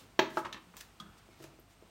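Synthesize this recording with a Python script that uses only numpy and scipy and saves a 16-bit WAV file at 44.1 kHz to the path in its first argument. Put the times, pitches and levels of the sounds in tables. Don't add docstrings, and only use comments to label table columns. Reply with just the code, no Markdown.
import sys
import numpy as np
from scipy import signal
from scipy.fft import rfft, irfft, next_fast_len
from scipy.io import wavfile

SR = 44100
rng = np.random.default_rng(int(sys.argv[2]) if len(sys.argv) > 2 else 0)


def file_out(sig):
    cols = np.atleast_2d(sig).T
    lim = np.clip(cols, -1, 1)
    pcm = np.round(lim * 32767).astype(np.int16)
    wavfile.write(sys.argv[1], SR, pcm)


N = 83790
SCENE_TIME = np.arange(N) / SR
EVENT_TIME = np.arange(int(.7 * SR)) / SR


# start_s, level_db, high_cut_hz, resonance_q, low_cut_hz, smack_db
BOUNCE_HITS = [(.191, -15.5, 4070, 0.83, 176, -56), (0.3702, -25, 1300, 4.7, 142, -42.5),
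               (0.4548, -43, 1170, 7.8, 285, -58)]
# pitch_hz, level_db, fade_s (time to fall by 60 dB)
BASIN_TONES = [(140.5, -15, 0.36), (233, -15, 0.15), (337.7, -5, 0.18), (369, -1, .1), (404, -5, 0.054),
               (525, -10.5, 0.099), (572, -11.5, 0.061), (632.8, -0.5, 0.1), (854.4, -7, 0.12),
               (910, -5, 0.11), (962, -6.5, 0.061), (1285, -9.5, 0.085), (1623, -9.5, 0.14),
               (1793, -20, 0.11), (1995, -11.5, 0.061), (2240, -16.5, 0.089), (2632, -21, 0.19),
               (3100, -36, .14), (3195, -10, 0.052), (4400, -10.5, 0.067)]
# pitch_hz, level_db
CLANG_SPECTRUM = [(50, -34), (110, -27), (240, 3), (400, -13), (550, -13), (850, -1.5), (1450, -5),
                  (2100, -2), (2800, -6.5), (3200, -2.5), (4200, -4), (5000, -13), (6500, -7),
                  (9000, -29.5), (16000, -3)]
# pitch_hz, level_db
SMACK_SPECTRUM = [(50, -29), (300, -1), (2500, 11), (5500, 4.5), (9000, -22), (12000, -4), (16000, -13)]

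def sink_bounces():
    out = np.zeros(N)
    for start_s, level_db, high_cut_hz, q, low_cut_hz, smack_db in BOUNCE_HITS:
        ring = amp(-5) * sum(tone(*row, rise_s=0.00072) for row in BASIN_TONES)
        burst = amp(-1.5) * fade(0.019, rise_s=0.0016, hold_s=0.0042)
        tail = amp(-13) * fade(0.27)
        clang = noise(CLANG_SPECTRUM) * (burst + tail)
        low_cut = lambda hz: (1j * hz / (low_cut_hz + 1j * hz)) ** 2
        high_cut = lambda hz: 1 / (1 - (hz / high_cut_hz) ** 2 + 1j * hz / (high_cut_hz * q))
        basin = filtered(ring + clang, lambda hz: low_cut(hz) * high_cut(hz))
        smack = noise(SMACK_SPECTRUM) * fade(0.051)
        add(out, start_s, amp(level_db) * basin + amp(smack_db) * smack)
    return out


# start_s, level_db, fade_s, tilt_db_per_octave, ring_db
BLADE_CLICKS = [(0.5269, -40, 0.065, 1, -43), (.544, -39.5, .05, -8.5, -58), (.567, -47, 0.081, -10.5, -68),
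                (0.7678, -36.5, 0.0075, 13, -56), (0.7702, -51, 0.27, 12.5, -65)]
# pitch_hz, level_db
CLICK_SPECTRUM = [(40, -48), (200, -9.5), (700, -27), (1050, 1.5), (1400, -7), (1800, 0.5), (2300, -1.5),
                  (3000, 0.5), (3900, 0), (4800, -5.5), (6200, -6), (9000, -22), (16000, -28)]
# pitch_hz, level_db, fade_s
BLADE_TONES = [(1780, -5.5, .12), (2690, -7, 0.11), (3280, -5, .12), (3820, -1.5, 0.056)]
# middle_s, level_db, width_s
BLADE_SLIDES = [(.0, -60, 0.029), (.305, -59, 0.0034), (.365, -58.5, 0.042), (0.388, -53.5, 0.011),
                (.80, -65.5, 0.043), (1.185, -63.5, 0.0079), (1.429, -64.5, 0.042), (1.715, -68.5, 0.025)]
# pitch_hz, level_db
SLIDE_SPECTRUM = [(300, -4), (1500, 0.5), (3500, 1), (6300, -0.5), (10000, -8), (16000, -9.5)]

def scissor_blades():
    out = np.zeros(N)
    for start_s, level_db, fade_s, tilt_db, ring_db in BLADE_CLICKS:
        ring = sum(tone(*row, rise_s=.0005) for row in BLADE_TONES)
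        click = noise(CLICK_SPECTRUM, tilt_db) * fade(fade_s)
        add(out, start_s, amp(level_db) * click + amp(ring_db) * ring)
    sliding = sum(amp(db) * swell(middle_s, width_s) for middle_s, db, width_s in BLADE_SLIDES)
    out += coloured(rng.standard_normal(N), SLIDE_SPECTRUM) * sliding
    squeak = narrow_noise(pitch_hz=13700, width_hz=1200) * swell(middle_s=1.599, width_s=0.0019)
    return out + amp(-58.5) * squeak


# start_s, level_db, onset_s, fade_s, tilt_db_per_octave, ring_hz, ring_db
POD_CRUNCHES = [(0.445, -40.5, 0.0087, 0.12, -7, 1014, 4.5), (0.7379, -51, 0.0017, 0.053, -9.5, 1006, 13),
                (0.758, -54, 0.014, 0.064, -5, 1020, 9), (0.804, -43, 0.0064, 0.035, 4, 1860, 15),
                (1.288, -67, 0.035, 0.36, 1, 2160, 10), (1.42, -55, 0.0087, 0.072, 6, 1290, 19),
                (1.437, -50, .003, 0.073, 4, 905, 25.5)]
# pitch_hz, level_db
POD_SPECTRUM = [(150, -13), (500, -10.5), (1000, -2), (1450, 0), (1900, -0.5), (2500, -0.5), (4000, -4.5),
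                (7000, -8.5), (10000, -15.5), (16000, -22)]
SNAPS_PER_S, JUICE_GAIN, CRUNCH_Q = 2200, 0.73, 20.6

def bean_crunches():
    out = np.zeros(N)
    n = len(EVENT_TIME)
    for start_s, level_db, onset_s, fade_s, tilt_db, ring_hz, ring_db in POD_CRUNCHES:
        snaps = unit((rng.random(n) < SNAPS_PER_S / SR) * rng.standard_normal(n))
        juice = JUICE_GAIN * rng.standard_normal(n)
        crackle = coloured(snaps + juice, POD_SPECTRUM, tilt_db)
        peak = lambda hz: 1j * hz / (CRUNCH_Q * (ring_hz - hz ** 2 / ring_hz) + 1j * hz)
        crunch = unit(filtered(crackle, lambda hz: 1 + amp(ring_db) * peak(hz)))
        add(out, start_s, amp(level_db) * crunch * fade(fade_s, rise_s=onset_s / 2, hold_s=onset_s))
    return out


# pitch_hz, level_db
TICK_SPECTRUM = [(100, -23), (1000, -18), (2400, -6), (3600, 3), (4600, -3), (5200, -3), (7500, -6),
                 (10000, -15.5), (16000, -22)]
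# pitch_hz, level_db, fade_s, rise_s
TAP_TONES = [(173.3, -9.5, 0.4, 0.0099), (208, -4, 0.25, .01), (322, -18, 0.33, 0.0072),
             (1033, -13.5, 0.13, 0.0021), (1237, 3.5, 0.052, 0.0018), (3320, 3, 0.033, 0.00045),
             (3300, -20, 0.34, 0.0023), (3700, -1, 0.025, 0.0014)]
# pitch_hz, level_db
TAIL_SPECTRUM = [(90, 2), (350, 1), (600, -18), (1000, -8.5), (1450, 1), (1900, -11), (2600, -19),
                 (3400, -10), (4800, -39), (16000, -33)]

def landing_tap():
    out = np.zeros(N)
    tick = amp(-48) * noise(TICK_SPECTRUM) * fade(0.068)
    tail = amp(-55.5) * noise(TAIL_SPECTRUM) * fade(0.85, rise_s=0.0077)
    ring = amp(-41) * sum(tone(*row) for row in TAP_TONES)
    add(out, start_s=1, sound=tick + ring + tail)
    return out


# start_s, level_db
KNOCK_HITS = [(1.288, -52.5), (1.316, -62), (1.402, -44), (1.4225, -52), (1.441, -43.5), (1.538, -55.5),
              (1.587, -53), (1.8233, -51)]
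# pitch_hz, level_db, fade_s
HANDLE_TONES = [(130.4, -14.5, 0.091), (337.3, -2, 0.084), (406, -3, 0.043), (500, -0.5, 0.02),
                (641, -7.5, 0.064), (900, -24, .04)]

def handle_knocks():
    out = np.zeros(N)
    for start_s, level_db in KNOCK_HITS:
        body = sum(tone(*row, rise_s=0.0004) for row in HANDLE_TONES)
        tick = amp(-13) * noise(POD_SPECTRUM, tilt_db=-4.5) * fade(0.035)
        add(out, start_s, amp(level_db) * (body + tick))
    return out


# middle_s, pitch_hz, level_db, width_s
LOW_SWELLS = [(0.574, 325, -58, 0.022), (.71, 175.7, -63, .03), (1.47, 141, -62.5, 0.055)]

def low_swells():
    return sum(steady_tone(hz, db) * swell(middle_s, width_s) for middle_s, hz, db, width_s in LOW_SWELLS)


# pitch_hz, fade_s
ECHO_FADES = [(150, 0.65), (700, 0.34), (2000, 0.45), (5000, 0.22), (14000, 0.19)]
# pitch_hz, boost_db
ECHO_COLOUR = [(60, 7), (350, 3), (900, 5.5), (2000, 1), (14000, 3.5)]

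def kitchen_echo(sound):
    pitches, times, bands = signal.stft(rng.standard_normal(len(EVENT_TIME)), SR, nperseg=256)
    decay = np.exp(-np.log(1000) * times / value_at(ECHO_FADES, pitches)[:, None])
    tail = signal.istft(bands * decay, SR, nperseg=256)[1]
    echo = signal.fftconvolve(sound, tail / np.linalg.norm(tail))[:N]
    out = np.zeros(N)
    add(out, start_s=.006, sound=echo)
    return filtered(out, lambda hz: amp(value_at(ECHO_COLOUR, hz)))


# pitch_hz, level_db
ROOM_SPECTRUM = [(12, -50), (20, -2.5), (116, -4.5), (192, -6.5), (261, -5.5), (554, -14), (797, -11),
                 (996, -13), (1350, -13), (1690, -18), (2880, -17.5), (3400, -20.5), (8310, -26.5),
                 (10100, -31.5), (15800, -31.5)]
# time_s, level_db
ROOM_LEVELS = [(0, -59.5), (.15, -62.5), (.7, -62), (1.3, -62.5), (1.55, -62.5), (1.68, -65.5), (1.9, -62)]
# pitch_hz, level_db
HUM_TONES = [(49, -71), (99, -72), (690, -79.5)]

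def background():
    level_db = np.interp(SCENE_TIME, *np.transpose(ROOM_LEVELS))
    air = amp(level_db) * coloured(rng.standard_normal(N), ROOM_SPECTRUM)
    whine = amp(-83) * narrow_noise(pitch_hz=8470, width_hz=150)
    hum = sum(steady_tone(hz, db) for hz, db in HUM_TONES)
    return air + whine + hum


def amp(db):
    return 10 ** (np.asarray(db) / 20)


def unit(sound):
    return sound / np.sqrt(np.mean(sound ** 2) + 1e-20)


def value_at(table, hz):
    pitches, values = np.transpose(table)
    return np.interp(np.log(hz + 1), np.log(pitches + 1), values)


def filtered(sound, gain_at):
    size = next_fast_len(len(sound) + SR // 2)
    return irfft(rfft(sound, size) * gain_at(np.fft.rfftfreq(size, 1 / SR)), size)[:len(sound)]


def coloured(sound, spectrum, tilt_db=0):
    return unit(filtered(sound, lambda hz: amp(value_at(spectrum, hz) + tilt_db * np.log2(1 + hz / 500))))


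def noise(spectrum, tilt_db=0):
    return coloured(rng.standard_normal(len(EVENT_TIME)), spectrum, tilt_db)


def narrow_noise(pitch_hz, width_hz):
    return unit(filtered(rng.standard_normal(N), lambda hz: np.exp(-.5 * ((hz - pitch_hz) / width_hz) ** 2)))


def fade(fade_s, rise_s=0.00016, hold_s=0):
    rise = 1 - np.exp(-EVENT_TIME / rise_s)
    return rise * np.exp(-np.log(1000) * np.maximum(EVENT_TIME - hold_s, 0) / fade_s)


def swell(middle_s, width_s):
    return np.exp(-.5 * ((SCENE_TIME - middle_s) / width_s) ** 2)


def tone(hz, db, fade_s, rise_s):
    return amp(db) * fade(fade_s, rise_s) * np.sin(2 * np.pi * (hz * EVENT_TIME + rng.random()))


def steady_tone(hz, db):
    return np.sqrt(2) * amp(db) * np.sin(2 * np.pi * (hz * SCENE_TIME + rng.random()))


def add(track, start_s, sound):
    i = round(start_s * SR)
    track[i:i + len(sound)] += sound[:N - i]


def scene():
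    sink = sink_bounces()
    cutting = scissor_blades() + bean_crunches() + handle_knocks()
    tap = landing_tap()
    mix = background() + low_swells()
    for sound, echo_db in [(sink, -15), (cutting, -12), (tap, -15)]:
        mix += sound + amp(echo_db) * kitchen_echo(sound)
    return mix[None]


def record(dry):
    low_cut_hz, high_cut_hz = 38, 16000
    low_cut = lambda hz: 1 - 1 / (1 + (hz / low_cut_hz) ** 10)
    high_cut = lambda hz: 1 / np.sqrt(1 + (hz / high_cut_hz) ** 200)
    return np.array([filtered(channel, lambda hz: low_cut(hz) * high_cut(hz)) for channel in dry])


dry = scene()
out = record(dry)
file_out(out)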